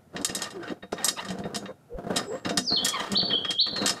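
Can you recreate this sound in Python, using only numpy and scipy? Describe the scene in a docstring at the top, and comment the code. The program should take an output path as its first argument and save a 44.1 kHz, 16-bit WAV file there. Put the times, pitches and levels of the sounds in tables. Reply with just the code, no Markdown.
"""A miniature water pump is worked by its wire lever, close by in a small quiet room.
The loose metal linkage clacks and leaves the lever ringing. The plunger rubs, scrapes and
knocks in the hollow barrel, its wet seal groans and chirps, and there are a few dull thumps.
During the last strokes a bird whistles from further off."""
import sys
import numpy as np
from scipy import signal
from scipy.fft import rfft, irfft
from scipy.io import wavfile

SR = 44100
rng = np.random.default_rng(int(sys.argv[2]) if len(sys.argv) > 2 else 0)


def master(y):
    """Save y as 16-bit WAV."""
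    cut = np.clip(np.atleast_2d(y).T, -1, 1)
    pcm = np.round(cut * 32767)  # scale
    wavfile.write(sys.argv[1], SR, pcm.astype(np.int16))


N = 176400
T = np.arange(N) / SR

# The tones at which the lever rings: pitch_hz, level_db, fade_s (time to fall by 60 dB)
LEVER_TONES = [(1209, -12, 0.029), (1840, 1, 0.085), (2806, -10.5, 0.059), (3158, -19, 0.22),
               (3740, 9, 0.14), (3967, -6.5, 0.24), (4473, 4.5, 0.14), (5090, 6, .22), (5173, -6.5, 0.089),
               (5860, 1.5, 0.21), (6690, 2.5, 0.16), (6990, -12.5, 0.18), (7560, -1.5, .14),
               (7940, -10.5, 0.13), (8280, -1, 0.072), (8700, -7.5, 0.045), (9270, -8.5, 0.036),
               (9900, -17, 0.051), (10630, -11, 0.12), (11450, -15.5, 0.13), (12600, -17.5, .09)]
# The tones of the hollow barrel: pitch_hz, width_hz, level_db
BARREL_TONES = [(187.7, 41, 3), (299, 15, -11.5), (486.2, 58, -2), (696.5, 6, -2)]


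def from_db(db):
    """Turn decibels into a number to multiply by."""
    return 10 ** (np.asarray(db) / 20)


def unit_power(x):
    """Scale a sound to an average power of 1."""
    return x / np.sqrt(np.mean(x ** 2) + 1e-20)


def colour(x, points, tilt_db=0, tilt_from_hz=2530):
    """Shape a sound by (pitch_hz, level_db) points and tilt its treble by tilt_db per octave."""
    octave = np.log2(np.maximum(np.arange(len(x) // 2 + 1) * SR / len(x), 1))
    hz, db = np.transpose(points)
    tilt = tilt_db * np.maximum(octave - np.log2(tilt_from_hz), 0)
    gain = from_db(np.interp(octave, np.log2(hz), db) + tilt)
    return unit_power(irfft(rfft(x) * gain, len(x)))


def drift(hz):
    """A smooth random wobble of typical size 1, mostly slower than hz."""
    r = np.exp(-2 * np.pi * hz / SR)
    return unit_power(signal.lfilter([1], [1, -2 * r, r * r], rng.standard_normal(N + SR))[SR:])


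def level_curve(times, db):
    """Loudness that follows the given points and fades quickly outside them."""
    outside_s = np.maximum(np.maximum(times[0] - T, T - times[-1]), 0)
    return from_db(np.interp(T, times, db) - np.minimum(outside_s * 3000, 200))


def hit_shape(t, rise_s, fade_s):
    """The loudness of a hit: a quick rise, then a fall of 60 dB every fade_s."""
    rise_s = max(rise_s, 1e-4)
    return np.minimum(t / rise_s, 1) * from_db(-60 * np.maximum(t - rise_s, 0) / fade_s)


def sine(hz, t):
    """A pure tone that starts anywhere in its cycle."""
    return np.sin(2 * np.pi * (hz * t + rng.random()))


def add(out, start_s, x):
    """Mix a sound in at the given time."""
    i = int(start_s * SR)
    out[i:i + len(x)] += x[:N - i]


def background():
    """The quiet room: a faint, steady, mostly low noise."""
    # Low and high parts of the noise: pitch_hz, level_db
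    noise_colour = [(15, -16), (25, -55.5), (55, -17.5), (91, 6), (249, 2.5), (427, -7), (714, -5),
                    (1230, -19), (1330, -8.5), (1650, -18.5), (4030, -27), (13200, -28.5), (16000, -49)]
    return from_db(-58) * colour(rng.standard_normal(N), noise_colour)


def echoes(x, fade_s, treble_fade_s=0.35, treble_from_hz=2900):
    """Many reflections blur into a tail whose treble fades at its own rate."""
    t = T[:SR // 2]
    reflections = rng.standard_normal(len(t)) * (t > 0.00055)
    low = signal.sosfiltfilt(signal.butter(2, treble_from_hz, fs=SR, output="sos"), reflections)
    fade = from_db(-60 * t / fade_s)
    tail = low * fade + (reflections - low) * from_db(-60 * t / treble_fade_s)
    return signal.fftconvolve(x, tail / np.sqrt(np.sum(fade ** 2)))[:N]


def bird():
    """A bird further off: pure gliding whistles with a long echo behind them."""
    # One list of points per whistle or lingering echo of a whistle: time_s, pitch_hz, level_db
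    glides = [
        [(2.24, 7630, -66), (2.29, 7750, -47), (2.308, 7580, -47), (2.325, 7720, -55), (2.36, 7430, -50.5),
         (2.39, 7900, -66)],
        [(2.63, 6300, -45), (2.648, 5700, -40), (2.654, 6160, -35), (2.66, 5665, -39), (2.668, 5300, -31),
         (2.68, 4876, -25.5), (2.698, 4464, -21.5), (2.704, 4110, -19.5), (2.712, 4743, -42),
         (2.722, 4225, -19.5), (2.746, 4300, -17.5), (2.756, 4290, -30), (2.768, 3480, -23.5),
         (2.785, 3060, -22.5), (2.80, 3290, -43)],
        [(2.81, 3360, -36), (2.84, 3370, -30.5), (2.88, 3286, -36), (2.92, 3340, -35), (2.96, 3190, -37),
         (3.01, 3140, -48), (3.04, 3110, -64)],
        [(3.143, 3000, -46), (3.153, 3160, -25), (3.16, 3706, -20.5), (3.169, 4240, -18.5), (3.178, 4490, -15),
         (3.192, 4524, -16), (3.2, 3930, -21), (3.205, 3200, -23.5), (3.212, 3100, -48)],
        [(3.21, 4400, -25.5), (3.221, 4520, -26), (3.23, 4210, -61), (3.29, 4300, -32)],
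        [(3.303, 3140, -23.5), (3.311, 3300, -26.5), (3.329, 3416, -26.5), (3.335, 3165, -15),
         (3.348, 3017, -27), (3.358, 3266, -21.5), (3.375, 3288, -31), (3.425, 3096, -46), (3.455, 3310, -25.5),
         (3.478, 3200, -43), (3.493, 3218, -21), (3.508, 3210, -26.5), (3.52, 3300, -53)],
        [(3.575, 2970, -43), (3.586, 3210, -22.5), (3.598, 3900, -16.5), (3.608, 4280, -17), (3.618, 4390, -15),
         (3.627, 4390, -20), (3.633, 3360, -23), (3.64, 3050, -45)],
        [(3.72, 4050, -46), (3.742, 4220, -26.5), (3.754, 4200, -42), (3.77, 4285, -21), (3.792, 4076, -33),
         (3.81, 3860, -40), (3.85, 3780, -39)],
    ]
    out, waver_hz = 0, 40 * drift(hz=90)
    for glide in glides:
        times, hz, db = np.transpose(glide)
        phase = 2 * np.pi * np.cumsum(np.interp(T, times, hz) + waver_hz) / SR
        out = out + level_curve(times, db) * np.sin(phase)
    return out + from_db(0.5) * echoes(out, fade_s=0.8)


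def thumps():
    """Dull thumps that do not ring."""
    # Short low pulses: peak_s, half_length_s, pitch_hz, level_db
    pulses = [(0.708, .005, 220, -26), (0.7238, .0025, 330, -19), (1.956, .011, 38, -29)]
    out = np.zeros(N)
    for peak_s, half_length_s, hz, db in pulses:
        t = T - peak_s
        out -= from_db(db) * np.cos(2 * np.pi * hz * t) * np.exp(-(t / half_length_s) ** 2)
    return out


def seal():
    """The wet seal groans and chirps: short unsteady tones that swell and fade."""
    # The seal's tones: peak_s, glide_s, start_hz, end_hz, level_db, overtone_db_per_octave
    chirps = [(0.213, 0.046, 285.5, 287, -35, -9.5), (0.584, 0.087, 392, 337, -37, -18.5),
              (0.649, 0.079, 1610, 1440, -43.5, -18), (1.009, .04, 921, 783, -40.5, -5),
              (1.175, 0.032, 1186, 1187, -44, -2.5), (1.193, .024, 911, 945, -31, -0.5),
              (1.312, 0.11, 198.4, 176, -35.5, -30), (1.402, 0.041, 187.5, 187, -31, -21),
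              (1.463, 0.079, 196.5, 187.4, -36.5, -9), (1.61, 0.2, 209.7, 200.7, -43.5, -16),
              (1.7, 0.034, 491, 544, -35, -11.5), (1.945, 0.077, 474.5, 529, -37.5, -41),
              (2.307, 0.079, 410.4, 438, -34.5, -18.5), (2.347, 0.051, 480, 568, -32, -13.5),
              (2.599, .14, 304.4, 235, -36.5, -31), (2.837, 0.066, 248.6, 248, -37, -8),
              (2.953, 0.047, 1150, 1014, -28.5, -5), (3.006, 0.014, 1022, 797, -28.5, -2),
              (3.13, 0.06, 203, 207.5, -28, -10), (3.26, 0.12, 193, 178.4, -44.5, -1)]
    out, harmonics = np.zeros(N), np.arange(1, 5)[:, None]
    waver = 1 + .055 * drift(hz=124)
    flutter = from_db(2 * drift(hz=124))
    for peak_s, glide_s, start_hz, end_hz, db, overtone_db in chirps:
        near = np.abs(T - peak_s) < glide_s
        position = (T[near] - peak_s) / glide_s  # -1 to 1, loudest at 0
        hz = np.interp(position, [-.5, .5], [start_hz, end_hz]) * waver[near]
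        phase = 2 * np.pi * np.cumsum(hz) / SR
        waves = np.sin(harmonics * phase + 2 * np.pi * rng.random(harmonics.shape))
        tone = np.sum(from_db(overtone_db * np.log2(harmonics)) * waves, axis=0)
        out[near] += from_db(db) * unit_power(tone) * np.cos(np.pi * position / 2) ** 4
    return out * flutter


def slips(per_second, spread_db):
    """Rubbing surfaces stick and slip, making tiny uneven clicks that come in judders."""
    size_db = spread_db * np.minimum(rng.exponential(1, N), 3)
    judder_db = 3.5 * drift(hz=27.8)
    return from_db(size_db + judder_db) * rng.choice([-1, 1], N) * (rng.random(N) < per_second / SR)


def barrel(x):
    """The barrel turns a sound into hollow ringing plus a dull rub."""
    # Low and high parts of the rub: pitch_hz, level_db
    rub_colour = [(40, -39.5), (90, -0.5), (160, 3), (300, 8.5), (600, 4), (900, -5.5), (1600, -6),
                  (4000, -83.5)]
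    hollow = 0
    for hz, width_hz, db in BARREL_TONES:
        r = np.exp(-np.pi * width_hz / SR)
        ring = signal.lfilter([1, 0, -1], [1, -2 * r * np.cos(2 * np.pi * hz / SR), r * r], x)
        hollow = hollow + from_db(db) * unit_power(ring)
    return from_db(-13) * unit_power(hollow) + from_db(-7.5) * colour(x, rub_colour)


def lever_body(x, half_width_hz=45, valley_gain=.3):
    """The lever favours pitches near its own tones, which makes a sound metallic."""
    hz = np.arange(len(x) // 2 + 1) * SR / len(x)
    peaks = sum(1 / (1 + ((hz - tone_hz) / half_width_hz) ** 2) for tone_hz, _, _ in LEVER_TONES)
    return irfft(rfft(x) * np.hypot(valley_gain, peaks), len(x))


def plunger():
    """The plunger rubs and scrapes along the barrel, and its knocks set the barrel ringing."""
    # One list of points per stroke: time_s, rub_db, scrape_db
    strokes = [
        [(0.08, -68, -81), (0.11, -55, -66), (0.162, -30, -49), (0.462, -40, -32), (0.494, -40.5, -43),
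         (0.592, -40, -47.5), (0.656, -34.5, -38), (0.718, -31.5, -42), (0.79, -49, -91)],
        [(0.9, -89, -93), (0.93, -24.5, -81), (0.962, -38, -35.5), (1.086, -38.5, -25.5), (1.15, -38, -59),
         (1.174, -45, -27), (1.326, -35, -42.5), (1.716, -39, -64.5), (1.78, -64, -99)],
        [(1.88, -59.5, -79), (1.904, -52, -67.5), (1.952, -43.5, -93.5), (2.152, -26.5, -32.5),
         (2.168, -24.5, -29), (2.232, -36.5, -30), (2.282, -39.5, -56), (2.348, -32.5, -35),
         (2.43, -44.5, -52.5)],
        [(2.43, -55, -66), (2.458, -25, -21), (2.556, -30.5, -77), (2.582, -32.5, -56), (2.694, -45, -100),
         (2.724, -24, -30.5), (2.754, -31, -37), (3.0, -42.5, -29), (3.08, -38, -29.5)],
        [(3.08, -37, -35.5), (3.134, -42.5, -27), (3.16, -43.5, -45), (3.318, -25.5, -52), (3.438, -38, -51),
         (3.446, -35.5, -37), (3.492, -40, -44), (3.512, -28, -35), (3.6, -68, -85)],
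        [(3.6, -75, -77), (3.652, -87, -89), (3.666, -40.5, -32.5), (3.752, -35, -56), (3.76, -33, -28.5),
         (3.84, -26.5, -44), (3.896, -34, -24), (3.94, -32, -40), (4.0, -47, -32.5)],
    ]
    # The plunger's knocks: start_s, level_db
    knocks = [(0.148, -24.5), (0.201, -25.5), (0.297, -23), (0.701, -25), (0.831, -25.5), (0.923, -26.5),
              (1.303, -20.5), (1.397, -20), (1.453, -17.5), (1.56, -20.5), (1.984, -20), (2.066, -19),
              (2.165, -18.5), (2.457, -22.5), (2.507, -12.5), (2.58, -17), (2.723, -23.5), (2.83, -20),
              (3.006, -21.5), (3.12, -39), (3.183, -22.5), (3.229, -19.5), (3.494, -25), (3.73, -20.5),
              (3.814, -29), (3.906, -24.5)]
    # Low and high parts of the scrape: pitch_hz, level_db
    scrape_colour = [(60, -8), (400, 5.5), (850, 10), (1250, 6.5), (1900, 4.5), (2600, -3.5), (4500, -8.5),
                     (8000, -19), (15000, -30)]
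    rub_level, scrape_level, thud_level, rings = np.zeros((4, N))
    t = T[:SR // 4]
    for stroke in strokes:
        times, rub_db, scrape_db = np.transpose(stroke)
        rub_level += level_curve(times, rub_db)
        scrape_level += level_curve(times, scrape_db - 8)
    for start_s, db in knocks:
        add(thud_level, start_s, from_db(db - 7) * hit_shape(t, rise_s=.002, fade_s=.08))
        tones = sum(from_db(tone_db) * sine(hz, t) for hz, _, tone_db in BARREL_TONES)
        add(rings, start_s, from_db(db - 13.5) * tones * hit_shape(t, rise_s=.002, fade_s=.13))
    rub = barrel(slips(per_second=3000, spread_db=3))
    scrape = colour(lever_body(slips(per_second=5000, spread_db=2.5)), scrape_colour)
    thud = barrel(rng.standard_normal(N))
    return rub_level * rub + scrape_level * scrape + thud_level * thud + rings


def chatter(samples, tilt_db):
    """Tiny metal contacts blur into a rattle, a little different at each hit."""
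    # Low and high parts of the rattle: pitch_hz, level_db
    rattle_colour = [(40, -25.5), (150, -6.5), (500, -10.5), (1000, 6), (1800, 11), (2500, 5.5), (3400, 7),
                     (5200, 4), (8500, -5.5), (12300, -21), (13600, -33.5), (16000, -38.5)]
    points = [(hz, db + 1.5 * rng.standard_normal()) for hz, db in rattle_colour]
    return colour(lever_body(rng.standard_normal(samples)), points, tilt_db)


def linkage():
    """The loose linkage clacks: each hit is a brief rattle that leaves the lever ringing."""
    # Metal hitting metal: start_s, level_db, rise_s, brightness_db_per_octave
    clacks = [(0.164, -30.5, 0.00045, -6), (0.212, -43, 0.0027, 7), (0.2462, -19.5, 0.00062, 9.5),
              (0.289, -31, 0.0071, 1), (0.3489, -23.5, 0.00053, 11.5), (0.387, -37.5, .004, 0),
              (0.4186, -26, 0.0016, 7.5), (0.439, -34, 0.0035, 1.5), (0.504, -40, 0.0014, 5),
              (0.626, -42.5, 0.0077, -6.5), (0.678, -36.5, 0.0009, -14), (0.697, -38.5, 0.00093, -6.5),
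              (0.823, -44, 0.0068, -44.5), (0.9219, -34.5, 0.00035, 1.5), (0.981, -36, 0.00056, -19.5),
              (1.0447, -18.5, 0.000092, 16), (1.081, -18.5, 0.0031, 9.5), (1.248, -37.5, 0.0012, 2),
              (1.284, -35, 0.0024, 0.5), (1.304, -34.5, 0.00081, 3), (1.386, -45.5, 0.0008, 5),
              (1.438, -39.5, 0.00044, -30), (1.545, -30, 0.00054, 2.5), (1.558, -28, 0.0016, 8),
              (1.6565, -37.5, 0.00057, -18.5), (2.109, -46.5, 0.0018, -22.5), (2.158, -20, 0.01, 4.5),
              (2.448, -29, 0.0037, -7), (2.491, -26.5, 0.0025, -3), (2.5724, -18, 0.0019, 6),
              (2.844, -19.5, 0.0054, 13), (2.861, -23.5, 0.00088, -3.5), (2.883, -22, 0.0015, 11.5),
              (2.998, -32.5, 0.0011, 2.5), (3.117, -28.5, 0.00081, 8.5), (3.216, -39.5, .001, -18),
              (3.307, -31, 0.00055, -30), (3.447, -29.5, 0.002, -11), (3.5059, -24.5, 0.00067, 3),
              (3.665, -38, 0.00084, -8), (3.762, -29, 0.00072, -4), (3.816, -31, 0.0037, -5),
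              (3.8591, -18.5, 0.00095, 7), (3.873, -21.5, 0.0051, 6), (3.8939, -19, 0.00078, 4.5)]
    out, t = np.zeros(N), T[:SR // 4]
    for start_s, db, rise_s, tilt_db in clacks:
        rattle = chatter(len(t), tilt_db) * hit_shape(t, rise_s, fade_s=0.095)
        strike = from_db(-5.5) * hit_shape(t, rise_s, fade_s=0.037)  # each tone starts extra loud
        ring = 0
        for hz, tone_db, fade_s in LEVER_TONES:
            brightness_db = tilt_db * max(np.log2(hz / 4350), -.5)
            gain = from_db(tone_db + brightness_db + 2.5 * rng.standard_normal())
            tone = sine(hz * (1 + .003 * rng.standard_normal()), t)
            ring = ring + gain * tone * (strike + hit_shape(t, rise_s, fade_s))
        add(out, start_s, from_db(db) * (from_db(-0.5) * rattle + from_db(-23.5) * ring))
    return out


def scene():
    """The pump in its small room and the bird beyond it, the same in both ears."""
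    pump = linkage() + plunger() + seal() + thumps()
    mono = background() + pump + from_db(-21.5) * echoes(pump, fade_s=0.22) + bird()
    return np.array([mono, mono])


def record(dry, cutoff_hz=15700):
    """A steep filter removes the very highest treble."""
    return signal.sosfiltfilt(signal.ellip(10, .1, 70, cutoff_hz, fs=SR, output="sos"), dry)


dry = scene()
out = record(dry)
master(out)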